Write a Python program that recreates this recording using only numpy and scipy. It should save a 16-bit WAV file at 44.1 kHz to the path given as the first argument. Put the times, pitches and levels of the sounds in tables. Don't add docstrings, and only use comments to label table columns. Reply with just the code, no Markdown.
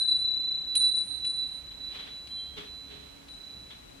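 import sys
import numpy as np
from scipy import signal
from scipy.fft import rfft, irfft, next_fast_len
from scipy.io import wavfile
from scipy.ndimage import uniform_filter1d, map_coordinates

SR = 44100
rng = np.random.default_rng(int(sys.argv[2]) if len(sys.argv) > 2 else 0)


def undo_db(level):
    steps = np.asarray(level, float) / 20
    return 10 ** steps


def generate_wav(sig):
    pcm = np.round(np.clip(np.atleast_2d(sig).T, -1, 1) * 32767).astype(np.int16)
    wavfile.write(sys.argv[1], SR, pcm)


N = 176400

# (time [s], low tone [dB], high tone [dB], low overtone [dB], high overtone [dB])
BLOWS = [
    (-.02, -17, -24, -38.5, -44.5),
    (0.7533, -21, -30, -27.5, -29),
    (1.249, -31, -34, -39, -39),
    (2.2723, -65.5, -36, -72, -58),
    (3.2837, -45.5, -53, -71, -68),
]


def unit(x):
    return x / np.sqrt(np.mean(x ** 2) + 1e-20)


def along(points, hz):
    f, v = np.transpose(points)
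    return np.interp(np.log(hz + 1), np.log(f + 1), v)


def filtered(x, response):
    m = next_fast_len(N + SR // 2)
    spectrum = rfft(x, m) * response(np.fft.rfftfreq(m, 1 / SR))
    return irfft(spectrum, m)[..., :N]


def closed(points):
    return lambda hz: undo_db(along(points, hz)) / (1 + (points[0][0] / (hz + 1)) ** 14)


def resonance(center, width):
    return lambda f: (1j * f * width / (center * center - f * f + 1j * f * width)) ** 2


def noise(response):
    # (frequency [Hz], share [0-1])
    side_share = [(60, .06), (180, 0.24), (350, 0.47), (700, 0.72), (3000, 0.51), (14000, 0.67)]

    def mid_side(hz):
        share = np.clip(along(side_share, hz), 0, 1)
        return response(hz) * np.sqrt([1 - share, share])

    mid, side = filtered(rng.standard_normal((2, N)), mid_side)
    return unit(np.array([mid + side, mid - side]))


def wobble(rate):
    knots = rng.standard_normal(int(N * rate / SR) + 4)
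    return map_coordinates(knots, [np.arange(N) * rate / SR])


def room():
    # (frequency [Hz], level [dB])
    air_curve = [(21, -32), (35, -8.5), (76, -7.5), (108, -4.5), (280, -7.5), (600, -12.5), (780, -55),
                 (1320, -120)]
    # (frequency [Hz], level [dB])
    hiss_curve = [(400, -12), (600, 1.5), (1500, -3.5), (3300, -4.5), (4500, -9), (8000, -12.5),
                  (12000, -17), (15800, -22)]
    # (frequency [Hz], width [Hz], level [dB])
    hums = [
        (44, 10, -65.5),
        (65.7, 9.9, -62.5),
        (277.55, 6.9, -63.5),
    ]
    # (frequency [Hz], level [dB])
    right_db = [(40, -1.5), (2000, 0), (14000, 0.3)]

    air = noise(lambda hz: closed(air_curve)(hz) / (1 + (hz / 600) ** 8))
    hiss = noise(closed(hiss_curve))
    bed = undo_db(-57.5 + wobble(7.5)) * air + undo_db(-55.5 + 0.29 * wobble(12)) * hiss
    for hz, width, db in hums:
        bed += undo_db(db) * noise(resonance(hz, width))
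    return filtered(bed, lambda hz: undo_db(np.outer([-.5, .5], along(right_db, hz))))


def stand():
    # (time [s], rise [s], t60 [s], rustle [dB], knock [dB])
    scuffs = [(.17, .05, .5, -58.5, -74), (1.701, 0.013, .15, -51.5, -71.5), (1.86, .09, 0.43, -42.5, -62),
              (1.985, .012, .25, -48, -68), (2.019, 0.056, 0.39, -49, -69.5),
              (2.553, 0.026, 0.41, -39.5, -45), (2.84, 0.074, 0.81, -51.5, -65),
              (2.89, 0.032, 0.76, -58, -54.5), (3.698, 0.0096, 0.28, -46.5, -67)]
    # (frequency [Hz], level [dB])
    rustle_curve = [(400, -7.5), (1400, -6.5), (2800, -3.5), (3500, 2.5), (4500, -11.5), (7000, -25.5),
                    (13000, -32)]
    # (frequency [Hz], width [Hz], level [dB])
    hollows = [(159, 180, -5.5), (299, 17, -13), (418.6, 81, -3.5)]
    # (time [s], length [s], frequency [Hz], width [Hz], level [dB])
    squeaks = [
        (2.3, .33, 3230, 110, -54.5),
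        (3.7, .04, 3400, 400, -53),
    ]
    # (time [s], length [s], frequency [Hz], level [dB])
    creaks = [
        (-.01, 0.081, 1592, -59.5),
        (.8, .08, 1550, -64.5),
    ]

    t, out = np.arange(N) / SR, np.zeros((2, N))
    grain = undo_db(0.63 * wobble(300) + .6 * wobble(33))
    rustle = unit(noise(closed(rustle_curve)) * grain)
    knock = np.zeros((2, N))
    for hz, width, db in hollows:
        drift = np.array([wobble(width), wobble(width)])
        knock += undo_db(db) * np.sin(2 * np.pi * hz * t + drift)
    knock = unit(knock)

    for s, rise, t60, rustle_db, knock_db in scuffs:
        u = np.maximum(t - s, 0)
        shape = np.minimum(u / rise, 1) ** 2 * undo_db(-60 * np.maximum(u - rise, 0) / t60)
        out += shape * (undo_db(rustle_db) * rustle + undo_db(knock_db) * knock)
    for s, length, hz, width, db in squeaks:
        shape = np.clip(np.minimum(t - s, s + length - t) / 0.005, 0, 1)
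        out += shape * undo_db(db + 3.5 * wobble(60)) * noise(resonance(hz, width))
    for s, length, hz, db in creaks:
        shape = np.clip(np.minimum(t - s, s + length - t) / .015, 0, 1)
        out += shape * undo_db(db + 1.5 * wobble(30)) * np.sin(2 * np.pi * hz * t + .4 * wobble(30))
    return out


def clapper():
    # (click [dB], bright edge [dB], top modes [dB])
    clicks = [
        (-31.5, -37, -24.5),
        (-34.5, -48.5, -59),
        (-42.5, -61, -66),
        (-47, -67, -72),
    ]
    # (frequency [Hz], level [dB], t60 [s])
    top_modes = [(10310, -3, 0.048), (11300, -19, .06), (14725, -26, 0.13), (15510, -27, .17)]
    # (frequency [Hz], level [dB])
    click_curve = [(1700, -18), (2400, -6.5), (3300, -4.5), (4100, 0.5), (5000, -14), (7000, -45)]
    # (frequency [Hz], level [dB])
    edge_curve = [(5000, -6.5), (7500, 1), (9500, 0), (12500, -14), (15500, -30)]
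    click_t60_s, room_t60_s, room_db = .012, 0.16, -11
    rebound_s, rebound_db = .0042, -2

    t, out = np.arange(N) / SR, np.zeros((2, N))
    for (s, *_), (click_db, edge_db, top_db) in zip(BLOWS[1:], clicks):
        u = np.maximum(t - s, 0)
        tick = undo_db(-60 * u / click_t60_s)
        tick += (u > rebound_s) * undo_db(rebound_db - 60 * abs(u - rebound_s) / click_t60_s)
        tick += undo_db(room_db - 60 * u / room_t60_s)
        click = undo_db(click_db) * noise(closed(click_curve)) + undo_db(edge_db) * noise(closed(edge_curve))
        ring = np.zeros((2, N))
        for hz, db, t60 in top_modes:
            ring += undo_db(db - 60 * u / t60) * np.sin(2 * np.pi * (hz * u + rng.random((2, 1))))
        onset = 1 - np.exp(-u / 0.00073)
        out += (t > s) * (tick * click + undo_db(top_db) * ring * onset)
    return out


def lobes(nodes, t):
    inertia_s, squareness = .04, 0.79
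    s, *cols = np.transpose(nodes)

    def glide(values):
        return uniform_filter1d(np.interp(t, s, values), round(inertia_s * SR))

    swing = np.tanh(squareness * np.sin(np.pi * glide(np.arange(len(s))))) / np.tanh(squareness)
    lobe = np.searchsorted(s[1:-1], t)
    size = undo_db([uniform_filter1d(db[lobe], round(2 * inertia_s * SR)) for db in cols[:2]])
    fill = 0.47
    if len(cols) > 2:
        fill = np.array([glide(c) for c in cols[2:]])
    return size * (swing + 1j * fill * (1 - swing ** 2))


def bell():
    # (frequency [Hz], t60 [s])
    modes = [
        (3967, 2.83),
        (3997, 1.997),
        (9026, 0.96),
        (9060, 0.98),
    ]
    # (time [s], next lobe left
    # [dB], right [dB], room fill left [0-1], right [0-1])
    nodes_low = [(-0.08, -5, -15, 0.2, 0.7), (0.05, -2, -0.5, 1, 0.08), (0.209, 1, -8.5, 0.19, 0),
                 (0.43, 1, -8, 0.4, 0), (0.651, 1.5, 6.0, 0.68, 0), (0.799, 4, 6.5, 0.14, 0.42),
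                 (0.909, 4, -1.5, 0.1, 1), (1.066, -28, 1, 0.6, 0), (1.207, 6.5, 5.5, 1, 0.5),
                 (1.341, 4, 9.5, 0.38, 0.47), (1.492, -4.5, 4, 0.4, 0.46), (1.632, 0, -6.5, 0.26, 0.8),
                 (1.782, 6.5, 11, 0.15, 0.8), (1.959, 7, 7.5, 0.74, 0.3), (2.073, 10.5, 12.5, 0, 0),
                 (2.272, 7, 12, 1, 0.8), (2.7, 4, 25.5, 0.1, 0.05), (3.285, 5.5, -8, 0.8, 0.8),
                 (3.39, 5.5, 9, 0.3, 0.9), (3.75, 6.5, -14, 1, 0.3), (4.0, 0.0, 0.0, 0.57, 0.05)]
    nodes_high = [(-0.05, -2, 3, 0.3, 0.3), (0.06, 7, -4, 0.21, 0.6), (0.172, 3.5, 7.5, 0.67, 0.31),
                  (0.33, 7.5, 12.5, 0.31, 0.41), (0.7, 4.5, -7.5, 0.27, 0.54), (0.86, -1, 8, 0.81, 0.29),
                  (1.05, 3, 5, 0.09, 0.14), (1.249, 1, -4.0, 0.66, 0.56), (1.41, 3.0, -1.5, 1, 0.27),
                  (1.608, -8, 6, 0.05, 0.26), (1.85, 2, 13, 1, 1), (2.13, -9, -26, 0.18, 0.19),
                  (2.276, 4.5, 6.5, 0.26, 0.19), (2.523, -2, -0.5, 0.16, 1), (2.637, 7, 12.5, 0.58, 0.059),
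                  (2.95, 1, 14, 0.45, 0.98), (3.285, -3, 12.5, 1, 0.4), (3.7, 5, 18, 0.85, 0.68),
                  (3.85, 20.5, 10, 0.12, 0.28), (4.1, 0.0, 0.0, 0.3, 0.3)]
    # (time [s], next lobe left [dB], right [dB])
    nodes_over_low = [(-0.05, -26, 3.5), (0.05, -6.5, 4.5), (0.15, 0.5, 6), (0.258, -13, -0.5),
                      (0.399, -13, -19), (0.74, 3.5, 4.5), (0.818, -14.5, 1), (0.932, 6, -2.5),
                      (1.03, 4.5, 4), (1.24, 0.5, -6), (1.352, -8, -3.5), (1.45, -5.5, -1.5),
                      (1.55, -15, -27), (1.8, 0.0, 0.0)]
    nodes_over_high = [(-0.05, 1, -5), (0.101, -11, -6.5), (0.199, 1.5, -2.5), (0.74, 1, -5.5),
                       (0.86, -5, -18), (1.001, -9.5, -7.5), (1.11, -14, -27), (1.24, -3, -22),
                       (1.328, -4.5, 0.5), (1.41, -19, -12), (1.5, 0, 4.0), (1.63, -2, -13), (2.26, -6, -8),
                       (2.33, 5, -2), (2.48, 6, 6), (3.27, 4, 9.5), (3.4, -10, -7), (3.6, 0, 0)]
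    all_nodes = [nodes_low, nodes_high, nodes_over_low, nodes_over_high]
    rise_s, port_lag_rad = 0.0032, 0.49

    t, out = np.arange(N) / SR, np.zeros((2, N))
    s, *levels = np.transpose(BLOWS)
    last = np.searchsorted(s, t, "right") - 1
    lag = np.exp(1j * port_lag_rad * np.array([[.5], [-.5]]))
    for (hz, t60), db, nodes in zip(modes, levels, all_nodes):
        phase = np.exp(2j * np.pi * rng.random(len(s)))
        state = undo_db(db[last] - 60 * (t - s[last]) / t60) * phase[last]
        hold = np.exp(-hz / modes[0][0] / (rise_s * SR))
        state = signal.lfilter([1 - hold], [1, -hold], state, zi=[state[0] * hold])[0]
        out += np.imag(state * lobes(nodes, t) * lag * np.exp(2j * np.pi * hz * t))
    return out


def scene():
    return room() + stand() + clapper() + bell()


def masked(x):
    # (frequency [Hz], threshold under the tone [dB], slope [dB per kHz])
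    masks = [
        (3980, -33, -11),
        (9040, -30, -6),
    ]
    hz, _, z = signal.stft(x, SR, nperseg=1024)
    level = np.sqrt(uniform_filter1d(abs(z) ** 2, size=8, axis=1) + 1e-20)
    for tone_hz, under_db, slope_db in masks:
        tone = abs(z[:, abs(hz - tone_hz) < 100]).max(axis=1, keepdims=True)
        above = (hz - tone_hz)[:, None]
        audible = level > tone * undo_db(under_db + slope_db * above / 1000)
        z = z * (audible | (above < 250))
    return signal.istft(z, SR, nperseg=1024)[1][:, :N]


def band_limit(x):
    return signal.sosfilt(signal.butter(12, 15820, fs=SR, output="sos"), x)


def record(dry):
    band = filtered(dry, lambda hz: hz < 15760)
    return band_limit(masked(band))


dry = scene()
out = record(dry)
generate_wav(out)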